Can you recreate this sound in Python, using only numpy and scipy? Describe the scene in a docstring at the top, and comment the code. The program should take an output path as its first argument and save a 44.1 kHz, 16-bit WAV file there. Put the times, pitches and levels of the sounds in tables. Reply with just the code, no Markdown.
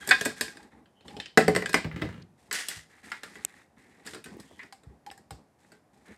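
"""Plastic toy fruit slices slide down a tilted toy blender jar into a cup, scraping by friction and
ringing at each impact. One falls and bounces on the table. The jar is set down and rocks on its base.
A hand sweeps after the slice, pushes it over a card, picks it up and presses it into the cup with faint
squeaks and taps. Throughout, a small, fairly live room answers the hard contacts with reverberation."""
import sys
import numpy as np
from scipy import signal
from scipy.fft import rfft, irfft, next_fast_len
from scipy.io import wavfile

SR = 44100
rng = np.random.default_rng(int(sys.argv[2]) if len(sys.argv) > 2 else 0)


def pcm_store(signal):
    """Save signal as 16-bit PCM."""
    levels = np.round(np.clip(np.atleast_2d(signal), -1, 1) * 32767)
    wavfile.write(sys.argv[1], SR, levels.astype(np.int16).T)


N = 272097
T = np.arange(SR // 3) / SR  # time axis of one contact (s)


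def amp(db):
    return 10 ** (np.asarray(db) / 20)


def unit_rms(x):
    return x / np.sqrt(np.mean(x ** 2) + 1e-20)


def fixed_energy(x):
    """Energy normalisation: a transient gets the energy of 10 ms at rms 1."""
    return x / np.sqrt(np.sum(x ** 2) * 100 / SR + 1e-20)


def decay(t, t60_s):
    """Exponential damping: the amplitude falls 60 dB in t60_s."""
    return np.exp(-np.log(1000) * t / t60_s)


def curve_at(points, hz):
    """Interpolation of (frequency_hz, value) points on a logarithmic frequency axis."""
    point_hz, values = np.transpose(points)
    return np.interp(np.log(hz + 1), np.log(point_hz + 1), values)


def add(track, start_s, x):
    """Superposition: x joins the track at start_s."""
    part = track[max(round(start_s * SR), 0):][:len(x)]
    part += x[:len(part)]


def coloured(x, spectrum, tilt_db=0):
    """Minimum-phase filtering to a spectrum, tilted by tilt_db per octave from 3 to 12 kHz."""
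    m = 2 * next_fast_len(len(x) // 2 + 1024)
    hz = np.fft.rfftfreq(m, 1 / SR)
    octaves = np.log2(np.clip(hz, 3000, 12000) / 3000)
    cepstrum = irfft(np.log(amp(curve_at(spectrum, hz) + tilt_db * octaves)), m)
    cepstrum[1:m // 2] *= 2  # folding the cepstrum makes the filter causal
    cepstrum[m // 2 + 1:] = 0
    return irfft(rfft(x, m) * np.exp(rfft(cepstrum)), m)[:len(x)]


def burst(t60_s):
    """Impact noise: a broadband excitation that decays exponentially."""
    return rng.standard_normal(len(T)) * decay(T, t60_s)


def ring(modes, detune, attack_s, spread_db=2.5):
    """Modal vibration: each contact point and grip gives the modes new strengths and slightly new pitches."""
    hz, db, t60_s = np.transpose(modes)[:, :, None]
    strength, shift, polarity = rng.standard_normal((3, len(modes), 1))
    waves = np.sign(polarity) * np.sin(2 * np.pi * hz * (1 + detune * shift) * T)
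    envelopes = amp(db + spread_db * strength) * decay(T, t60_s)
    return fixed_energy(np.sum(waves * envelopes, axis=0) * (1 - np.exp(-T / attack_s)))


# spectrum of the still room: frequency_hz, gain_db
AMBIENT_SPECTRUM = [(25, -28), (60, -4), (220, 0.5), (450, -6.5), (780, -5), (1300, -15.5), (1900, -17.5),
                    (3200, -27.5), (8500, -29), (12000, -31.5), (16000, -53)]
def room_tone():
    """Ambient noise: a faint stationary floor, strongest at low frequencies."""
    return amp(-66) * unit_rms(coloured(rng.standard_normal(N), AMBIENT_SPECTRUM))


# reverberation time of the room: frequency_hz, t60_s
ROOM_DECAY = [(80, 0.75), (260, 0.18), (1800, 0.2), (5000, .32), (13000, 0.18)]
def room_tail(build_up_s=0.0076):
    """Diffuse reverberation: a tail of unit energy in which each frequency decays at its own rate."""
    hz, t, bands = signal.stft(rng.standard_normal(SR // 2), SR, nperseg=256)
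    tail = signal.istft(bands * decay(t, curve_at(ROOM_DECAY, hz)[:, None]), SR, nperseg=256)[1]
    tail *= 1 - np.exp(-np.arange(len(tail)) / SR / build_up_s)
    return tail / np.linalg.norm(tail)


def in_room(x, wet_db, early_db=-11):
    """Convolution with an impulse response: direct sound, early reflections off table and toys, tail."""
    response = amp(wet_db) * room_tail()
    delays_s = rng.uniform(0.001, 0.009, size=8)
    response[(delays_s * SR).astype(int)] += amp(early_db) * rng.choice([-1, 1], size=8) / np.sqrt(8)
    response[0] = 1
    return signal.fftconvolve(x, response)


def stick_slip(n, hz, width_hz, grain_db=2.0):
    """Stick-slip excitation: uneven slips keep one resonance sounding for n samples."""
    slips = rng.standard_normal(n)
    slips *= amp(grain_db * rng.standard_normal(n // 256 + 1)).repeat(256)[:n]
    b, a = signal.iirpeak(hz, hz / width_hz, fs=SR)
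    return unit_rms(signal.lfilter(b, a, signal.lfilter(b, a, slips)))


# squeaks of plastic on plastic: start_s, length_s, pitch_hz, width_hz, level_db
PLASTIC_SQUEAKS = [(0.0, 0.11, 3250, 200, -54.5), (0.926, .22, 3040, 220, -71), (1.08, .16, 815, 70, -53),
                   (2.219, 0.0099, 4270, 2180, -56), (4.426, 0.22, 3230, 500, -70),
                   (4.587, 0.059, 2020, 460, -45.5), (5.066, 0.032, 820, 25, -43.5)]
def squeaks():
    """Friction-driven resonance: plastic dragging on plastic sings briefly at one pitch."""
    out = np.zeros(N)
    for start_s, length_s, hz, width_hz, db in PLASTIC_SQUEAKS:
        n = round(length_s * SR)
        add(out, start_s, amp(db) * signal.windows.tukey(n, 0.5) * stick_slip(n, hz, width_hz))
    return out


def friction(spectrum, grain_db, grain_hz):
    """Friction noise: countless tiny slips, their strength varying from grain to grain."""
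    knots = rng.standard_normal(N // 16)
    grain = np.interp(np.arange(N) * grain_hz / SR, np.arange(len(knots)), knots)
    return unit_rms(coloured(rng.standard_normal(N) * amp(grain_db * grain), spectrum))


def strokes(rows, attack_s=0.016, release_s=0.035, sag_db_per_s=8):
    """Amplitude envelopes, one per level column: each stroke takes hold, eases and lets go."""
    out = np.zeros((len(rows[0]) - 2, N))
    t = np.arange(SR) / SR
    for start_s, length_s, *levels in rows:
        release = np.exp(-np.maximum(t - length_s, 0) / release_s)
        shape = np.minimum(t / attack_s, 1) * amp(-sag_db_per_s * t) * release
        for track, db in zip(out, levels):
            add(track, start_s, amp(db) * shape)
    return out


# spectrum of snags and sliding hiss: frequency_hz, gain_db
HISS_SPECTRUM = [(1470, -28), (2500, -5), (3040, -9.5), (3460, -7), (5740, -9.5), (8200, -7.5),
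                 (12100, -18.5), (14700, -27), (16000, -49)]
def snags(per_s, spread_db=3):
    """A Poisson process: an edge catches at random moments, each a tiny click."""
    impulses = (rng.random(N) < per_s / SR) * amp(spread_db * rng.standard_normal(N))
    return unit_rms(in_room(coloured(impulses, HISS_SPECTRUM), wet_db=-7.5)[:N])


# spectra of the shaken table and of scraping plastic: frequency_hz, gain_db
RUMBLE_SPECTRUM = [(24, -47.5), (40, -15), (65, -2), (128, -7), (208, 2.5), (437, -4), (606, -16),
                   (829, -10.5), (1200, -19), (1560, -52.5), (2640, -120)]
SCRAPE_SPECTRUM = [(410, -39.5), (700, -9.5), (834, -2.5), (904, -15.5), (1120, -7), (1390, -6.5),
                   (1940, -0.5), (3030, -21.5), (4000, -14.5), (5200, -49), (8800, -120)]
# sliding strokes: start_s, length_s, scrape_db, rumble_db, hiss_db
JAR_SLIDES = [(0.0, 0.13, -47, -52, -53), (0.07, 0.24, -45, -46.5, -50), (0.36, .14, -49.5, -51.5, -51)]  # slices down the tilted jar
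CUP_RUBS = [(0.547, 0.11, -59, -57, -68), (0.704, 0.087, -63, -54.5, -80.5),
            (1.043, 0.17, -60, -51.5, -63.5), (4.85, 0.097, -73, -58, -81), (5.048, .22, -78, -64, -90),
            (5.31, 0.09, -72.5, -54, -82), (5.583, 0.17, -69.5, -63.5, -71), (5.923, 0.14, -70.5, -65, -73)]  # slices and fingers on the cup
CARD_PUSHES = [(2.374, 0.2, -74, -67.5, -69), (2.887, 0.12, -60.5, -67, -67.5),
               (3.029, 0.14, -52.5, -57.5, -57), (3.222, 0.22, -55.5, -58.5, -60),
               (3.474, 0.15, -60, -66, -65.5), (3.762, 0.3, -62, -59, -69.5),
               (4.046, 0.11, -59.5, -55.5, -53), (4.252, 0.1, -61, -51, -66),
               (4.375, 0.29, -67, -59.5, -66), (6.05, .08, -56, -57, -66)]  # a slice or the cup over the card
CARD_HZ, CARD_WIDTH_HZ = 1930, 710  # resonance of a slice on the card
def rubbing():
    """Sliding friction: pieces scrape, hiss, shake the table and excite the surface they slide on."""
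    in_jar, on_cup, on_card = strokes(JAR_SLIDES), strokes(CUP_RUBS), strokes(CARD_PUSHES)
    scrape_gain, rumble_gain, hiss_gain = in_jar + on_cup + on_card
    rumble = rumble_gain * friction(RUMBLE_SPECTRUM, grain_db=5.5, grain_hz=44.55)
    scrape = amp(-3) * scrape_gain * friction(SCRAPE_SPECTRUM, grain_db=4, grain_hz=131)
    hiss = amp(-2) * hiss_gain * friction(HISS_SPECTRUM, grain_db=3, grain_hz=314)
    grit = amp(-12) * hiss_gain * snags(per_s=25)
    # each resonance follows the scrape envelope of its own surface
    jar = amp(-2.5) * in_jar[0] * stick_slip(N, hz=1620, width_hz=130)
    cup = amp(-3) * on_cup[0] * stick_slip(N, hz=825, width_hz=90)
    card = amp(-4.5) * on_card[0] * stick_slip(N, CARD_HZ, CARD_WIDTH_HZ)
    return rumble + scrape + hiss + grit + jar + cup + card


# spectrum of a hand brushing the table: frequency_hz, gain_db
SWISH_SPECTRUM = [(180, -32), (300, -11.5), (455, -11), (600, -15), (801, -10), (1000, -12.5), (1900, 2.5),
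                  (2400, -7.5), (2740, -3.5), (4160, -8), (8940, -11), (12900, -23), (16000, -44.5)]
# sweeps of the hand: start_s, length_s, level_db
HAND_SWEEPS = [(2.526, 0.087, -32.5), (2.685, 0.092, -44)]
def hand_sweeps():
    """Broadband friction: a hand crosses the table, gritty with snags, and sets the card resonating."""
    push, = strokes(HAND_SWEEPS, attack_s=0.014, release_s=0.051, sag_db_per_s=58)
    swish = friction(SWISH_SPECTRUM, grain_db=3, grain_hz=461) + amp(-7.5) * snags(per_s=120)
    card = amp(-10) * stick_slip(N, CARD_HZ, CARD_WIDTH_HZ)
    return in_room(push * (swish + card), wet_db=-12)[:N]


# dry ticks near the microphone: start_s, level_db, first_hz, last_hz, rise_s
CLOSE_TICKS = [(3.4489, -14.5, 10300, 5200, 0.00075), (3.4502, -34, 5560, 1500, 0.0013),
               (4.367, -38.5, 435, 245.3, 0.0025), (4.511, -46.5, 940, 300, 0.0028),
               (5.102, -39, 4900, 603, 0.00083)]
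def close_ticks(grit=0.36):
    """Direct field: a few gritty cycles fall in pitch, too close for the room to be heard."""
    out = np.zeros(N)
    for start_s, db, first_hz, last_hz, rise_s in CLOSE_TICKS:
        age = T / rise_s
        hz = last_hz + (first_hz - last_hz) * np.exp(-age / 2)
        chirp = np.sin(2 * np.pi * np.cumsum(hz) / SR)
        fuzz_spectrum = [(first_hz * 2.68, 0), (first_hz * 1.32, -28)]
        fuzz = unit_rms(coloured(rng.standard_normal(len(T)), fuzz_spectrum))
        envelope = (age * np.exp(1 - age)) ** 2
        add(out, start_s, amp(db) * envelope * (chirp + grit * fuzz))
    return out


# lowest modes of the table: pitch_hz, level_db, t60_s
FRAME_MODES = [(67.6, 4.5, 0.2), (94, 2, 0.12), (117, -2, 0.17), (160, -8.5, 0.34)]
# soft bumps that rock the table: start_s, level_db, hardness_db_per_octave
TABLE_BUMPS = [(1.847, -24.5, 17), (1.923, -32, 6), (2.024, -25.5, 14), (2.762, -43, 8), (4.867, -38, 1.5),
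               (5.313, -37.5, 0.5)]
def table_bumps():
    """Contact stiffness: soft, heavy blows reach only low modes; harder ones favour the upper of these."""
    out = np.zeros(N)
    lowest_hz = FRAME_MODES[0][0]
    for start_s, db, hardness in TABLE_BUMPS:
        modes = [(hz, level + hardness * np.log2(hz / lowest_hz), t60) for hz, level, t60 in FRAME_MODES]
        add(out, start_s, amp(db - 2.5) * ring(modes, detune=0.0067, attack_s=0.0022))
    return out


# spectrum of the jar's base tapping the table: frequency_hz, gain_db
BASE_SPECTRUM = [(24, -64), (40, -22), (98, 2), (200, 6.5), (244, 6), (284, -1.5), (502, -3.5), (541, -11),
                 (910, -17), (1820, -12), (5700, -35.5), (8070, -35.5), (15000, -49)]
def jar_rocking(start_s=1.925, seated_s=2.02, stop_s=2.23, rate_hz=55, settle_db_per_s=100):
    """Damped rocking: the base chatters in quick, nearly even taps that fade once the jar is seated."""
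    taps = np.zeros(N)
    shared_crack = coloured(burst(0.021), BASE_SPECTRUM)
    times = np.arange(start_s, stop_s, 1 / rate_hz)
    for tap_s, (jitter, strength) in zip(times, rng.standard_normal((len(times), 2))):
        db = -36.5 - settle_db_per_s * max(tap_s - seated_s, 0) + 5.4 * strength
        tap = fixed_energy(shared_crack + 0.8 * coloured(burst(0.076), BASE_SPECTRUM))
        add(taps, tap_s + 0.0007 * jitter, amp(db) * tap)
    return in_room(taps, wet_db=-3)[:N]


# spectrum of a plastic edge clicking: frequency_hz, gain_db
CLICK_SPECTRUM = [(1000, -25.5), (2500, -3.5), (3600, -1), (5100, 2.5), (6200, -6.5), (7600, 2),
                  (9000, 0.5), (10200, -9), (12000, -5.5), (15500, -25)]
def edge_click(crack_t60_s, brightness, shell_db=3.5, wet_db=-6, mode_count=20):
    """Thin-shell radiation: a crack plus high modes of the plastic, trailed by the room's hiss."""
    hz = rng.uniform(2500, 14000, (mode_count, 1))
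    phase = rng.uniform(0, 2 * np.pi, (mode_count, 1))
    shell = np.sin(2 * np.pi * hz * T + phase).sum(axis=0) * decay(T, t60_s=0.045)
    sound = amp(wet_db) * fixed_energy(room_tail())
    crack = fixed_energy(burst(crack_t60_s))
    add(sound, 0, fixed_energy(crack + amp(shell_db) * fixed_energy(shell)))
    return fixed_energy(coloured(sound, CLICK_SPECTRUM, tilt_db=0.78 * (brightness + 6.5)))


# modes of the table top: pitch_hz, level_db, t60_s
TABLE_MODES = [(178, -10, 0.13), (246, -8.5, 0.033), (303.4, -4, 0.082), (373.3, -5.5, 0.034),
               (430.6, 1, .1), (531, -7, .09), (590, -11.5, 0.14), (656, -11, 0.097), (750, -9, 0.091)]
# impact noise of the plastic and of the table: frequency_hz, gain_db
CLACK_SPECTRUM = [(300, -27.5), (800, -4.5), (1300, 2.5), (1900, 7), (2800, -6), (4000, -20), (8000, -33)]
KNOCK_SPECTRUM = [(30, -39.5), (65, -13.5), (130, -10.5), (220, 1), (450, -2.5), (750, -10), (1300, -18),
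                  (4000, -48.5)]
def impacts(hits, modes, ring_db, clack_db, click_db, knock_db, board_db, brightness, crack_t60_s,
            wet_db, pitch_ratio=1):
    """Impulsive excitation: the piece rings, its edge clicks, the table knocks; gains add to row levels."""
    out = np.zeros(N)
    main_hz = max(modes, key=lambda mode: mode[1])[0]
    for start_s, piece_db, edge_db, table_db, *pitch_hz in hits:
        scale = pitch_hz[0] / main_hz if pitch_hz else pitch_ratio  # smaller pieces ring higher
        piece = amp(ring_db) * ring(np.multiply(modes, [scale, 1, 1]), detune=0.0042, attack_s=0.00072)
        piece += amp(clack_db) * fixed_energy(coloured(burst(2 * crack_t60_s), CLACK_SPECTRUM))
        table = amp(board_db) * ring(TABLE_MODES, detune=0.0095, attack_s=0.001)
        table += amp(knock_db) * fixed_energy(coloured(burst(0.1), KNOCK_SPECTRUM))
        add(out, start_s, in_room(amp(piece_db) * piece + amp(table_db) * table, wet_db))
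        hardness = 0.99 * (edge_db - piece_db)  # harder contacts are brighter
        add(out, start_s, amp(edge_db + click_db) * edge_click(crack_t60_s, brightness + hardness))
    return out


# modes of the cup: pitch_hz, level_db, t60_s
CUP_MODES = [(786, -11, 0.068), (1004, -14, 0.027), (1634, -17, 0.038)]
# a slice tapping the cup: start_s, piece_db, edge_db, table_db
CUP_TAPS = [(4.725, -43.5, -46.5, -70.5), (5.064, -43.5, -49, -57), (5.113, -41.5, -46.5, -57),
            (5.177, -51.5, -54.5, -77), (5.307, -38.5, -43.5, -47)]
def cup_taps():
    """Free vibration: the cup rings in three short modes after each tap."""
    return impacts(CUP_TAPS, CUP_MODES, ring_db=-6, clack_db=-9.5, click_db=-3, knock_db=-3,
                   board_db=-5.5, brightness=-3, crack_t60_s=0.02, wet_db=-7)


# modes of a plastic slice: pitch_hz, level_db, t60_s
SLICE_MODES = [(1067, -9.5, .05), (1440, -12.5, 0.023), (1660, -4.5, 0.049), (1810, -10.5, 0.044),
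               (2010, 4.5, 0.04), (2200, -12.5, 0.052), (2350, -2.5, 0.013), (2600, -14.5, 0.06),
               (3080, -18, 0.029)]
# a slice catching on the jar's lip: start_s, piece_db, edge_db, table_db
LIP_CATCHES = [(0.8577, -55, -62, -66), (1.008, -55, -56.5, -58), (1.0809, -42, -42, -47),
               (1.1666, -46, -41.5, -39.5), (1.2006, -29.5, -30.5, -52.5), (1.2585, -36.5, -37.5, -57.5)]
def lip_catches():
    """Light impact: a slice catches on the lip with a high ring and a dull click."""
    return impacts(LIP_CATCHES, SLICE_MODES, ring_db=-14, clack_db=-13, click_db=-4.5, knock_db=-5.5,
                   board_db=-4, brightness=-24, crack_t60_s=0.017, wet_db=-5.5, pitch_ratio=1.52)


# light clicks of handled pieces: start_s, piece_db, edge_db, table_db, pitch_hz
HANDLING_CLICKS = [(2.5117, -21.5, -31.5, -47, 2010), (2.5274, -32.5, -25, -40.5, 2100),
                   (2.6848, -29.5, -25.5, -46, 3420), (2.7124, -31.5, -40.5, -57.5, 1970),
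                   (3.1173, -21.5, -35.5, -51, 1670), (3.2337, -31, -37.5, -42, 1703),
                   (3.3552, -37, -47, -49, 1990), (4.0643, -38.5, -40, -46.5, 1484),
                   (4.0729, -32, -38.5, -54, 1700), (4.1346, -35.5, -42.5, -43, 1450),
                   (4.1466, -33, -40, -39, 1650), (4.2412, -40.5, -42, -64, 2510),
                   (4.2588, -39, -46, -46.5, 1528), (4.3994, -47.5, -45.5, -65, 1840),
                   (4.5925, -38.5, -53, -62, 1930), (4.6317, -38, -52, -54.5, 1930),
                   (4.8343, -54, -59, -54.5, 1340), (5.7189, -47.5, -53, -49, 1552)]
def handling():
    """Frequency scaling: handled pieces share one set of mode ratios, each click at its own pitch."""
    return impacts(HANDLING_CLICKS, SLICE_MODES, ring_db=-13.5, clack_db=-13.5, click_db=-4.5,
                   knock_db=-7.5, board_db=-6, brightness=-6, crack_t60_s=0.04, wet_db=-3.5)


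# the jar's base touching down: start_s, piece_db, edge_db, table_db
BASE_LANDINGS = [(1.8451, -27.5, -45, -34.5), (1.9135, -33, -55, -60), (2.0195, -24.5, -36, -29.5)]
def jar_set_down():
    """Action and reaction: the landing base excites both the plastic and the table."""
    return impacts(BASE_LANDINGS, SLICE_MODES, ring_db=-16, clack_db=-12, click_db=-2.5, knock_db=0,
                   board_db=-2.5, brightness=-14, crack_t60_s=0.023, wet_db=-5.5)


# the fallen slice striking the table: start_s, piece_db, edge_db, table_db
BOUNCES = [(1.3741, -3, -18.5, -13), (1.48, -15.5, -28.5, -18.5), (1.5501, -19.5, -33, -28.5),
           (1.5622, -15, -26.5, -27), (1.6223, -23, -42.5, -32.5), (1.7429, -6.5, -22.5, -22.5)]
def slice_bounces():
    """Soundboard radiation: each bounce rings the slice and drives the modes of the table top."""
    return impacts(BOUNCES, SLICE_MODES, ring_db=-13.5, clack_db=-12, click_db=-2.5, knock_db=-3.5,
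                   board_db=1.5, brightness=4, crack_t60_s=0.02, wet_db=-6)


# modes of the jar: pitch_hz, level_db, t60_s
JAR_MODES = [(752, -20.5, .1), (1036, -27, .25), (1628, 0.5, 0.064), (1793, -5.5, .045), (1960, -8.5, .05),
             (2263, -12.5, .05), (2493, -11.5, 0.11), (2630, -23.5, 0.027), (3380, -24, .06),
             (3586, -15.5, 0.083), (3820, -18, 0.036), (4630, -19, 0.032), (5090, -24.5, 0.079)]
# slices knocking inside the jar: start_s, piece_db, edge_db, table_db
JAR_KNOCKS = [(0.0744, -30.5, -31, -36.5), (0.0905, -21, -25, -34.5), (0.1096, -2, -20, -34.5),
              (0.1148, -2.5, -30.5, -45), (0.1185, -5.5, -33, -40), (0.2107, -19.5, -28, -33),
              (0.2512, -26, -28.5, -40), (0.2564, -18, -26, -25.5), (0.41, -16, -22.5, -33),
              (0.4797, -33.5, -50, -51), (0.5706, -37, -49, -53), (0.629, -49, -56, -65),
              (1.6589, -19, -31, -45), (1.6935, -26.5, -36, -41), (1.7305, -25, -32.5, -50)]
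def jar_knocks():
    """Shell resonance: slices strike the jar, whose wall rings at its natural frequencies."""
    return impacts(JAR_KNOCKS, JAR_MODES, ring_db=-10.5, clack_db=-20, click_db=-3.5, knock_db=-2,
                   board_db=-5, brightness=-1, crack_t60_s=0.024, wet_db=-9)


def scene():
    """Linear superposition: all sources sum into one channel."""
    background = room_tone()
    clatter = jar_knocks() + lip_catches() + slice_bounces() + jar_set_down() + handling() + cup_taps()
    jolts = table_bumps() + close_ticks() + jar_rocking()
    sliding = rubbing() + hand_sweeps() + squeaks()
    return (background + clatter + jolts + sliding)[None]


def record(dry, low_hz=52, top_hz=16000, ceiling=0.95):
    """Band limiting and saturation: the microphone drops deep bass, rounds peaks, cuts the top treble."""
    x = signal.sosfilt(signal.butter(6, low_hz, "high", fs=SR, output="sos"), dry)
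    x = x / (1 + (x / ceiling) ** 6) ** (1 / 6)
    return signal.sosfilt(signal.ellip(10, 0.1, 90, top_hz, fs=SR, output="sos"), x)


dry = scene()
out = record(dry)
pcm_store(out)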